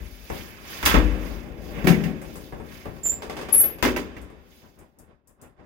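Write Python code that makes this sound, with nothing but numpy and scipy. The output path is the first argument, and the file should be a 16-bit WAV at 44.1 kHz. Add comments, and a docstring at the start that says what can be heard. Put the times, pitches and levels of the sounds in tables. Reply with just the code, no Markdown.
"""Inside the small steel cabin of an old lift, the manual doors are shut by hand. A sleeve rustles, then the
heavy landing door slams: cabin and door modes boom, fittings rattle. The first wooden leaf bangs, deep and
hollow, and the latch rattles. The second squeaks and creaks on its hinge, drags and bangs. Last, a hand brushes
the button plate and a floor button clicks. Blows and contacts drive decaying noise bands and resonators; the
squeaks are unsteady sines."""
import sys
import numpy as np
from scipy import signal
from scipy.fft import rfft, irfft, next_fast_len
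from scipy.io import wavfile
from scipy.ndimage import uniform_filter1d

SR = 44100
rng = np.random.default_rng(int(sys.argv[2]) if len(sys.argv) > 2 else 0)


def generate_wav(signal):
    """Clip the signal to [-1, 1] and save it as 16-bit WAV at the path in sys.argv[1]."""
    frames = np.transpose(np.atleast_2d(signal))
    scaled = np.clip(frames, -1, 1) * 32767
    pcm = np.round(scaled).astype(np.int16)
    wavfile.write(sys.argv[1], SR, pcm)


N = 249165
TIME_S = np.arange(N) / SR
BAND_EDGES_HZ = np.geomspace(28, 17000, 22)

# microphone pair: (frequency [Hz], left-right level [dB])
MIC_TILT = [(50, 15), (150, 24), (300, 3), (600, -1.5), (1200, -2.5), (2200, -11.5), (5000, -2.5),
            (10000, 1.5)]
# microphone pair: (frequency [Hz], left-right correlation [1])
MIC_LIKENESS = [(60, 1), (200, 0.88), (500, 0.55), (1000, 0)]
CUTOFF_HZ = 15850

# noise colour of cabin rumble, rubbing doors, sleeve: (frequency [Hz], relative level per band [dB])
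RUMBLE_COLOUR = [(30, -17.5), (55, -2.5), (120, -14), (170, -4.5), (500, -8), (1000, -23), (3000, -38.5)]
RUB_COLOUR = [(200, -26), (600, -16.5), (2400, -4), (4000, -27), (9000, -35)]
RUSTLE_COLOUR = [(800, -21), (2500, 4.5), (6500, 3), (9000, -14.5), (13000, 17), (16000, -2.5)]
# door swung or leant on: (full speed from [s], hold [s], rubbing level [dB], cabin rumble level [dB])
SWINGS = [(0.0, 0.013, -50.5, -51.5), (0.36, 0.027, -44.5, -53.5), (0.73, 0.35, -40, -47),
          (1.151, 0.043, -56.5, -37.5), (1.79, .04, -40.5, -35.5), (2.72, 0.03, -48, -49),
          (3.121, 0.46, -57, -45.5), (3.40, 0.19, -46.5, -47)]
SWING_RISE_DB_PER_S, SWING_FALL_DB_PER_S = 87.5, 30.5
RUMBLE_RISE_DB_PER_S, RUMBLE_FALL_DB_PER_S = 40, 19
SHUDDER_DB, SHUDDER_T60_S = -20.5, 2.4   # level relative to the boom
# sleeve strokes as the arm moves: (full speed from [s], hold [s], level [dB])
STROKES = [(0.05, 0.22, -63.5), (0.35, 0.046, -55), (0.71, 0.21, -52), (1.26, 0.0383, -59),
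           (1.65, 0.37, -63), (2.27, 0.18, -64), (2.73, 0.041, -61), (2.95, .75, -71), (4.53, 0.071, -69.5)]
STROKE_RISE_DB_PER_S, STROKE_FALL_DB_PER_S = 126, 68
# hand brushes and presses the button plate: (time [s], level [dB])
BRUSHES = [(4.64, -55), (4.797, -52.5), (5.0, -56.5), (5.09, -57), (5.29, -62.5), (5.431, -50.5),
           (5.6, -52.5)]
BRUSH_HOLD_S, BRUSH_RISE_DB_PER_S, BRUSH_FALL_DB_PER_S = 0.025, 378, 183

# light knocks on doors, handles and button: (time [s], hollow thud level [dB], click level [dB])
TOUCHES = [(0.3, -32.5, -55), (1.774, -40.5, -65), (2.216, -42.5, -53), (2.356, -42, -50),
           (2.524, -38, -68), (2.599, -42, -65.5), (2.855, -36, -64), (2.965, -47.5, -69),
           (4.215, -53, -59.5), (4.30, -50.5, -70)]
# floor button: (time [s], click level [dB])
BUTTON_CLICKS = [(4.788, -61), (4.987, -57.5), (5.274, -61), (5.415, -56)]
# colour of touch clicks and of thuds, the latter also for brushing: (frequency [Hz], level per band [dB])
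TOUCH_CLICK_COLOUR = [(1000, -25), (3500, -46), (6000, -6), (8500, 3.5), (11000, 1), (16000, -5.5)]
TOUCH_THUD_COLOUR = [(40, -8.5), (170, -5.5), (500, -6), (1500, -11), (2800, -19.5), (4500, -29),
                     (16000, -43)]

# slips of the creaking hinge: (time [s], level [dB])
CREAKS = [(3.055, -44.5), (3.118, -48), (3.221, -39), (3.297, -38), (3.367, -39), (3.388, -42),
          (3.413, -40.5), (3.487, -40.5), (3.538, -38.5), (3.602, -44), (3.636, -38), (3.698, -49.5),
          (3.785, -49)]
# colour of a slip: (frequency [Hz], relative level per band [dB])
CREAK_COLOUR = [(100, -18), (450, -0.5), (1000, -4.5), (2400, -4.5), (7000, -12.5), (16000, -16)]
# leaf panel under light knocks and slips: (frequency [Hz], relative level [dB])
PANEL_MODES = [(440, 1), (550, -1), (745, -2.5), (930, -2.5), (1160, -1.5), (1680, -6.5), (2060, -5.5)]
SCRAPE_START_S, SCRAPE_LENGTH_S, SCRAPE_DB = 3.07, 0.64, -50.5

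# first hinge squeak; levels before the cabin's energy-keeping reflections
LOW_START_S, LOW_SWELL_S, LOW_FADE_S = 3.032, 0.044, 0.062
LOW_HZ, LOW_SAG_HZ, LOW_DB, LOW_SWELL_DB, LOW_PAN_DB = 7340, 271, -29, 10, -5
# second squeak, successive hinge modes: (start [s], hold [s], pitch [Hz], level [dB], left-right level [dB])
SHRIEK_MODES = [(3.524, 0.028, 11205, -12, 8), (3.553, .043, 10830, -16.5, 2.5),
                (3.564, .014, 10280, -15.5, 4), (3.577, 0.034, 11255, -16, 3.5),
                (3.601, 0.019, 11685, -14.5, 3.5)]
HOP_FALL_DB_PER_S, LAST_FALL_DB_PER_S = 900.5, 245
SQUEAK_ATTACK_S = 0.0052

# steel fittings of the landing door: (frequency [Hz], relative level [dB])
FITTING_MODES = [(1010, -3.5), (1310, -3.5), (1583, 0.5), (2056, -2.5), (2584, -0.5), (3300, 3.5)]
CLATTER_START_S, CLATTER_LENGTH_S, CLATTER_DB = 0.862, 0.06, -30
# loose metal latch: (time [s], level [dB])
LATCH_CLACKS = [(0.3, -41), (1.871, -22.5), (1.929, -28), (2.04, -38), (3.963, -30), (4.166, -41.5)]
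# latch resonances: (frequency [Hz], relative level [dB])
LATCH_MODES = [(1810, -4.5), (1975, 0.5), (2280, -2.5), (2760, -5)]
LATCH_MEAN_REBOUND_S = 0.011
# cycles to fall by 60 dB
FITTING_RING_CYCLES, LATCH_RING_CYCLES, PANEL_RING_CYCLES = 110, 120, 150

# door strikes its frame, rebounds, settles:
# (time [s], cabin boom [dB], thud [dB], knock [dB], edge crack [dB], left-right level [dB])
BLOWS = [ (0.004, -33.5, -48.5, -64, -64, -5), (0.828, -33, -35.5, -23.5, -43, -0.5),
         (0.854, -50.5, -50, -28.5, -24.5, -1), (0.860, -28, -28.5, -14, -24, 2),
         (0.912, -36, -31.5, -19.5, -42, -3), (0.941, -15, -20.5, -13.5, -41.5, -1),
         (0.964, -18.5, -22, -23.5, -53, -3), (1.844, -34.5, -14, -39.5, -48, -2.5),
         (1.871, -32, -11, -23.5, -29.5, 0), (1.900, -30, -11, -33, -65, -5),
         (2.003, -44, -22.5, -45.5, -75, -3), (2.038, -50, -33.5, -39.5, -47.5, 1),
         (2.056, -42, -20.5, -49.5, -83, -3), (2.084, -50, -28, -50.5, -86, -2),
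         (3.826, -26, -22, -19.5, -31.5, 11.5), (3.850, -42, -20, -19.5, -37, -4.5),
         (3.963, -34, -27.5, -28.5, -41.5, -1.5), (4.166, -38.5, -41.5, -45, -61, -4.5)]
# landing door, first leaf, second leaf: (in use from [s], thud [Hz], knock [Hz], knock resonance [dB])
DOORS = [(0.0, 332, 1405, -0.5), (1.5, 184, 1945, 7.5), (3.0, 344, 1500, -1.5)]
# dense higher modes of doors and cabin: (frequency [Hz], relative level per band [dB])
DOOR_COLOUR = [(35, -18), (60, 0.5), (115, -15), (165, -9), (350, -4), (1100, -7), (1900, -4.5), (2800, -2),
               (4000, -6), (6000, -2.5), (9000, -7.5), (14000, 2)]
# their decay: (frequency [Hz], t60 [s])
DOOR_T60 = [(50, 0.44), (250, 0.53), (700, 0.27), (6000, 0.25), (14000, 0.219)]
# steel landing door booming with the cabin walls: (frequency [Hz], relative level [dB], t60 [s])
LANDING_MODES = [(49.65, -.5, 1.1), (76.9, -7, .8), (184, -6, 0.88), (252.5, -7, .9), (306.4, -8.5, .8),
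                 (487.2, -12, 0.81), (1300, -12, .14)]
# first wooden leaf, deep and hollow: (frequency [Hz], relative level [dB], t60 [s])
FIRST_LEAF_MODES = [(168.1, 1, .27), (211.3, -6, .3), (294.2, -6, 0.56), (367.3, -3, 0.53),
                    (477, -14.5, .7), (665, -2.5, 0.33), (752.4, -2, .25)]
# second wooden leaf, higher knock: (frequency [Hz], relative level [dB], t60 [s])
SECOND_LEAF_MODES = [(62.1, 0.5, 1.04), (251, -4, 0.59), (294, -11, 0.69), (373, -9.5, 0.51),
                     (471, -7.5, 0.55), (569, -8.5, .4), (984, -2, .18), (1286, -6, 0.14),
                     (1560, -3, 0.073), (2074, -7.5, 0.22)]


def from_db(db):
    """Decibels to gain."""
    return 10 ** (np.asarray(db) / 20)


def at_hz(points, hz):
    """Read a spectrum on a log-frequency axis."""
    point_hz, value = np.transpose(points)
    return np.interp(np.log(hz), np.log(point_hz), value)


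def rms_one(x):
    """Scale each channel to rms 1."""
    return x / np.sqrt(np.mean(x ** 2, axis=-1, keepdims=True) + 1e-20)


def pan(db):
    """Left and right gains of constant power."""
    pair = from_db(np.array([db, -db]) / 2)
    return pair / np.sqrt(np.mean(pair ** 2, axis=0))


def drift(rate_hz):
    """Random wander between unit-spread values drawn at rate_hz."""
    knots = rng.standard_normal(32768)
    return np.interp(TIME_S * rate_hz, np.arange(len(knots)), knots)


def clicks(times_s, heights):
    """Stereo impulses at the given times."""
    out = np.zeros((2, N))
    index = np.clip(np.round(times_s * SR).astype(int), 0, N - 1)
    out[:, index] = heights
    return out


def fading(power, t60_s):
    """Energy put into a body dies away by 60 dB in t60_s."""
    return signal.lfilter([1], [1, -10 ** (-6 / (t60_s * SR))], power + 1e-18)


def ring(push, hz, t60_s):
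    """A two-pole resonator: a unit click starts a decaying sine of height 1."""
    radius = from_db(-60 / (t60_s * SR))
    angle = 2 * np.pi * hz / SR
    poles = [1, -2 * radius * np.cos(angle), radius * radius]
    return signal.lfilter([0, np.sin(angle)], poles, push + 1e-18)


def struck(times_s, db, modes, cycles, scatter_db=3.5, pan_db=2.0):
    """A small part rings; each contact favours other modes, and each microphone hears them differently."""
    out = 0
    chance = rng.standard_normal((len(times_s), len(modes), 2))
    for k, (hz, mode_db) in enumerate(modes):
        luck = chance[:, k].T
        sign = rng.choice([-1, 1], luck.shape)
        push = sign * from_db(db + mode_db + scatter_db * luck)
        side = pan(at_hz(MIC_TILT, hz) + pan_db)[:, None]
        out = out + ring(clicks(times_s, push), hz, cycles / hz) * side
    return out


def chatter(start_s, length_s, db, modes, cycles, pan_db, count):
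    """A run of uneven contacts that swells and ebbs."""
    progress = (np.arange(count) + rng.random(count)) / count
    swell_db = 10 * np.log10(np.sin(np.pi * progress) + 1e-9)
    return struck(start_s + length_s * progress, db + swell_db, modes, cycles, pan_db=pan_db)


def envelope(start_s, hold_s, rise_db_per_s, fall_db_per_s):
    """Gain that rises to 1 at the start, holds, then falls."""
    before_s = np.maximum(start_s - TIME_S, 0)
    after_s = np.maximum(TIME_S - start_s - hold_s, 0)
    return from_db(-rise_db_per_s * before_s - fall_db_per_s * after_s)


def gestures(rows, rise_db_per_s, fall_db_per_s):
    """Power-summed gain of overlapping movements, rows of (start [s], hold [s], level [dB])."""
    power = 0
    for start_s, hold_s, db in rows:
        power = power + (from_db(db) * envelope(start_s, hold_s, rise_db_per_s, fall_db_per_s)) ** 2
    return np.sqrt(power)


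def noise_bands(ripple_db=2.5, spacing_hz=55):
    """Yield (centre [Hz], stereo noise), rippled by close-set panel modes, slow swells evened out."""
    size = next_fast_len(N)
    bins_hz = np.arange(size // 2 + 1) * SR / size
    ripple = np.interp(bins_hz / spacing_hz, np.arange(1024), rng.standard_normal(1024))
    spectrum = rfft(rng.standard_normal((2, 2, size))) * from_db(ripple_db * ripple)
    noise = irfft(spectrum, size)[..., :N]
    for k, (low, high) in enumerate(zip(BAND_EDGES_HZ, BAND_EDGES_HZ[1:])):
        band = signal.butter(2, [low, high], "band", fs=SR, output="sos")
        mid, side = signal.sosfilt(band, noise[k % 2])   # neighbours use separate noise
        hz = np.sqrt(low * high)
        alike = np.clip(at_hz(MIC_LIKENESS, hz), -0.99, 0.99)
        pair = np.sqrt(1 + alike) * mid + np.sqrt(1 - alike) * side * [[1], [-1]]
        span = int(SR * max(0.012, 2 / (high - low)))
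        yield hz, pair / np.sqrt(uniform_filter1d(pair ** 2, span) + 1e-12)


def cabin(x, wet_db, t60_s=0.18):
    """Dense reflections between close walls, different at each microphone; the energy is kept."""
    t = TIME_S[:SR // 2]
    echoes = rng.standard_normal((2, len(t))) * from_db(-60 * t / t60_s) * (t > 0.003)
    echoes *= from_db(wet_db) / np.sqrt(np.sum(echoes ** 2, axis=1, keepdims=True))
    wet = signal.fftconvolve(x[None], echoes, axes=1)[:, :N]
    return rms_one(x + wet) * np.std(x)


def rumble_gain(shudder_hz=90):
    """Swings rumble the cabin; after each blow it shudders on its ropes."""
    start_s, hold_s, _, rumble_db = np.transpose(SWINGS)
    swings = gestures(zip(start_s, hold_s, rumble_db), RUMBLE_RISE_DB_PER_S, RUMBLE_FALL_DB_PER_S)
    times_s, strength = blow_strength(shudder_hz)
    energy = (strength * from_db(SHUDDER_DB)) ** 2
    shudder = fading(clicks(times_s, energy).mean(axis=0), SHUDDER_T60_S)
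    return np.sqrt(swings ** 2 + shudder)


def rub_gain():
    """The doors rub as they swing."""
    start_s, hold_s, rub_db, _ = np.transpose(SWINGS)
    return gestures(zip(start_s, hold_s, rub_db), SWING_RISE_DB_PER_S, SWING_FALL_DB_PER_S)


def rustle_gain():
    """The sleeve rustles with each stroke of the arm."""
    return gestures(STROKES, STROKE_RISE_DB_PER_S, STROKE_FALL_DB_PER_S)


def brush_gain():
    """The hand brushes the button plate in short strokes."""
    rows = [(time_s, BRUSH_HOLD_S, db) for time_s, db in BRUSHES]
    return gestures(rows, BRUSH_RISE_DB_PER_S, BRUSH_FALL_DB_PER_S)


def movement(hz, gains, grain_db=2.5):
    """Power in one band of rumble, rubbing, rustle and brushing, with a random grain."""
    colours = (RUMBLE_COLOUR, RUB_COLOUR, RUSTLE_COLOUR, TOUCH_THUD_COLOUR)
    power = sum((gain * from_db(at_hz(colour, hz))) ** 2 for gain, colour in zip(gains, colours))
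    grain = from_db(grain_db * drift(90))
    return power * (grain * pan(at_hz(MIC_TILT, hz))[:, None]) ** 2


def small_contacts(hz, times_s, db, colour, t60_s, pan_db):
    """Power in one band from light contacts that ring briefly in the cabin."""
    power = clicks(times_s, from_db(db + at_hz(colour, hz)) ** 2)[0]
    return fading(power, t60_s) * pan(at_hz(MIC_TILT, hz) + pan_db)[:, None] ** 2


def touches(hz):
    """Each touch gives a hollow panel knock and a small bright click; the button only clicks."""
    touch_s, thud_db, touch_click_db = np.transpose(TOUCHES)
    thud_t60_s = 1.46 * at_hz(DOOR_T60, hz)
    thuds = small_contacts(hz, touch_s, thud_db, TOUCH_THUD_COLOUR, thud_t60_s, pan_db=2.5)
    click_s, click_db = np.r_[np.c_[touch_s, touch_click_db], BUTTON_CLICKS].T
    return thuds + small_contacts(hz, click_s, click_db, TOUCH_CLICK_COLOUR, t60_s=0.21, pan_db=7.0)


def creaks(hz):
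    """The loaded hinge gives way in separate slips."""
    times_s, db = np.transpose(CREAKS)
    return small_contacts(hz, times_s, db, CREAK_COLOUR, t60_s=1.09 * at_hz(DOOR_T60, hz), pan_db=3.5)


def panel(touch_db=-5.0, creak_db=-4.0):
    """Touches and hinge slips sound the wooden panel."""
    touch_s, thud_db, _ = np.transpose(TOUCHES)
    slip_s, slip_db = np.transpose(CREAKS)
    times_s = np.r_[touch_s, slip_s]
    db = np.r_[thud_db + touch_db, slip_db + creak_db]
    return struck(times_s, db, PANEL_MODES, PANEL_RING_CYCLES)


def scrape():
    """The second leaf drags as it closes, and its panel groans."""
    return chatter(SCRAPE_START_S, SCRAPE_LENGTH_S, SCRAPE_DB, PANEL_MODES, PANEL_RING_CYCLES,
                   pan_db=1, count=36)


def squeak(hz, gain, jitter_hz, rasp_rad, flutter_rad, flutter_hz, octave_db):
    """The dry hinge sticks and slips at a high pitch; rasp and fluttering side tones grow with its strength."""
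    pitch_hz = hz + jitter_hz * drift(900)
    flutter = flutter_rad * np.sin(2 * np.pi * flutter_hz * TIME_S)
    unrest = np.sqrt(gain / gain.max()) * (flutter + rasp_rad * drift(4200))
    phase = 2 * np.pi * np.cumsum(pitch_hz) / SR + unrest
    octave = from_db(octave_db) * np.sin(2 * phase) * (2 * np.max(hz) < SR / 2)   # none above Nyquist
    return np.sqrt(2) * gain * (np.sin(phase) + octave)


def sliding(start_s, length_s):
    """1 while the hinge slides, with a quick start and stop."""
    to_edge_s = np.minimum(TIME_S - start_s, start_s + length_s - TIME_S)
    return np.clip(to_edge_s / SQUEAK_ATTACK_S, 0, 1)


def low_squeak():
    """The load on the hinge rises and eases: the squeak grows louder and flatter, then recovers."""
    length_s = LOW_SWELL_S + LOW_FADE_S
    load = np.interp(TIME_S - LOW_START_S, [0, LOW_SWELL_S, length_s], [0, 1, 0])
    gain = from_db(LOW_DB + LOW_SWELL_DB * load) * sliding(LOW_START_S, length_s)
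    tone = squeak(LOW_HZ - LOW_SAG_HZ * load ** 2, gain, jitter_hz=60.2, rasp_rad=0.021,
                  flutter_rad=0.15, flutter_hz=190.5, octave_db=-17.0)
    return cabin(tone, wet_db=-1.0) * pan(LOW_PAN_DB)[:, None]


def high_squeak():
    """A shriek: the hinge's modes speak in turn, overlap and beat; the last and highest fades slowest."""
    out = 0
    for k, (start_s, hold_s, hz, db, pan_db) in enumerate(SHRIEK_MODES):
        last = k == len(SHRIEK_MODES) - 1
        fall_db_per_s = LAST_FALL_DB_PER_S if last else HOP_FALL_DB_PER_S
        attack = np.clip((TIME_S - start_s) / SQUEAK_ATTACK_S, 0, 1)
        gain = from_db(db) * envelope(start_s, hold_s, 0, fall_db_per_s) * attack
        tone = squeak(hz, gain, jitter_hz=45, rasp_rad=0.28,
                      flutter_rad=0.3, flutter_hz=456.6, octave_db=-np.inf)
        out = out + cabin(tone, wet_db=-1.0, t60_s=0.11) * pan(pan_db)[:, None]
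    return out


def clatter():
    """The landing door's steel fittings rattle as it slams."""
    return chatter(CLATTER_START_S, CLATTER_LENGTH_S, CLATTER_DB, FITTING_MODES, FITTING_RING_CYCLES,
                   pan_db=0, count=22)


def latch():
    """The latch is jolted, rebounds once and rings briefly."""
    times_s, db = np.transpose(LATCH_CLACKS)
    rebounds_s = times_s + LATCH_MEAN_REBOUND_S * (0.5 + rng.random(len(times_s)))
    return struck(np.r_[times_s, rebounds_s], np.r_[db, db], LATCH_MODES, LATCH_RING_CYCLES)


def blow_strength(hz, boom_hz=75, crack_hz=9000, valley_db=0.74, knock_octaves=0.28):
    """Times of the blows and how hard each drives the given frequency, left and right."""
    rows, doors, db = np.array(BLOWS), np.array(DOORS), []
    for time_s, boom, thud, knock, crack, _ in rows:
        _, thud_hz, knock_hz, resonance_db = doors[np.sum(doors[1:, 0] <= time_s)]
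        # the further apart thud and knock lie, the deeper the valley between them
        valley = (thud + knock) / 2 - valley_db * np.log2(knock_hz / thud_hz) ** 2
        centres_hz = [boom_hz, thud_hz, np.sqrt(thud_hz * knock_hz), knock_hz, crack_hz]
        levels_db = [boom, thud, valley, knock, crack]
        resonance = resonance_db / (1 + (np.log2(hz / knock_hz) / knock_octaves) ** 2)
        db.append(resonance + np.interp(np.log(hz), np.log(centres_hz), levels_db))
    return rows[:, 0], from_db(db) * pan(at_hz(MIC_TILT, hz) + rows[:, -1])


def door_blows(hz, crack_db=-5.0, nearness=0.74, crack_t60_s=0.0098,
               shaft_db=-21.0, shaft_t60_s=1.66, shaft_hz=2500, rattle_db=2.0):
    """Power in one band: a brief crack, ringing panels that rattle, and a dull tail from the shaft."""
    times_s, strength = blow_strength(hz)
    energy = (strength * from_db(at_hz(DOOR_COLOUR, hz))) ** 2
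    power = clicks(times_s, energy)
    # a blow near the left microphone brings more of its direct sound
    direct = from_db(crack_db + nearness * np.array(BLOWS)[:, -1]) ** 2
    crack = fading(clicks(times_s, energy * direct), crack_t60_s) * hz / (hz + 1000)
    rattle = from_db(rattle_db * drift(220)) ** 2
    panels = fading(power, at_hz(DOOR_T60, hz)) * rattle
    shaft = fading(power, shaft_t60_s) * from_db(shaft_db) ** 2 / (1 + (hz / shaft_hz) ** 2)
    return crack + panels + shaft


def door_modes(level_db=-1.0, scatter_db=2.5, waver_db=2.5):
    """Every blow rings the modes of its own door, each with a strength of its own; the ring wavers."""
    out = 0
    door_struck = np.searchsorted(np.array(DOORS)[1:, 0], np.array(BLOWS)[:, 0])
    for door, modes in enumerate((LANDING_MODES, FIRST_LEAF_MODES, SECOND_LEAF_MODES)):
        chance = rng.standard_normal((len(BLOWS), len(modes)))
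        for k, (hz, db, t60_s) in enumerate(modes):
            times_s, strength = blow_strength(hz)
            mode_gain = from_db(db + level_db + scatter_db * chance[:, k])
            push = strength * (door_struck == door) * mode_gain
            waver = from_db(waver_db * drift(45))
            out = out + (-1) ** k * ring(clicks(times_s, push), hz, t60_s) * waver
    return out


def scene():
    """Blows, touches, creaks and movement share the cabin's dense modes; resonators and squeaks add on top."""
    gains = rumble_gain(), rub_gain(), rustle_gain(), brush_gain()
    out = door_modes() + clatter() + latch() + panel() + scrape()
    for hz, noise in noise_bands():
        power = movement(hz, gains) + touches(hz) + creaks(hz) + door_blows(hz)
        out = out + noise * np.sqrt(power)
    return out + low_squeak() + high_squeak()


def record(dry):
    """The deepest bass is lost and the top is cut steeply."""
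    high_pass = signal.butter(2, 30, "high", fs=SR, output="sos")
    low_pass = signal.ellip(12, 0.2, 100, CUTOFF_HZ, fs=SR, output="sos")
    return signal.sosfilt(low_pass, signal.sosfilt(high_pass, dry))


dry = scene()
out = record(dry)
generate_wav(out)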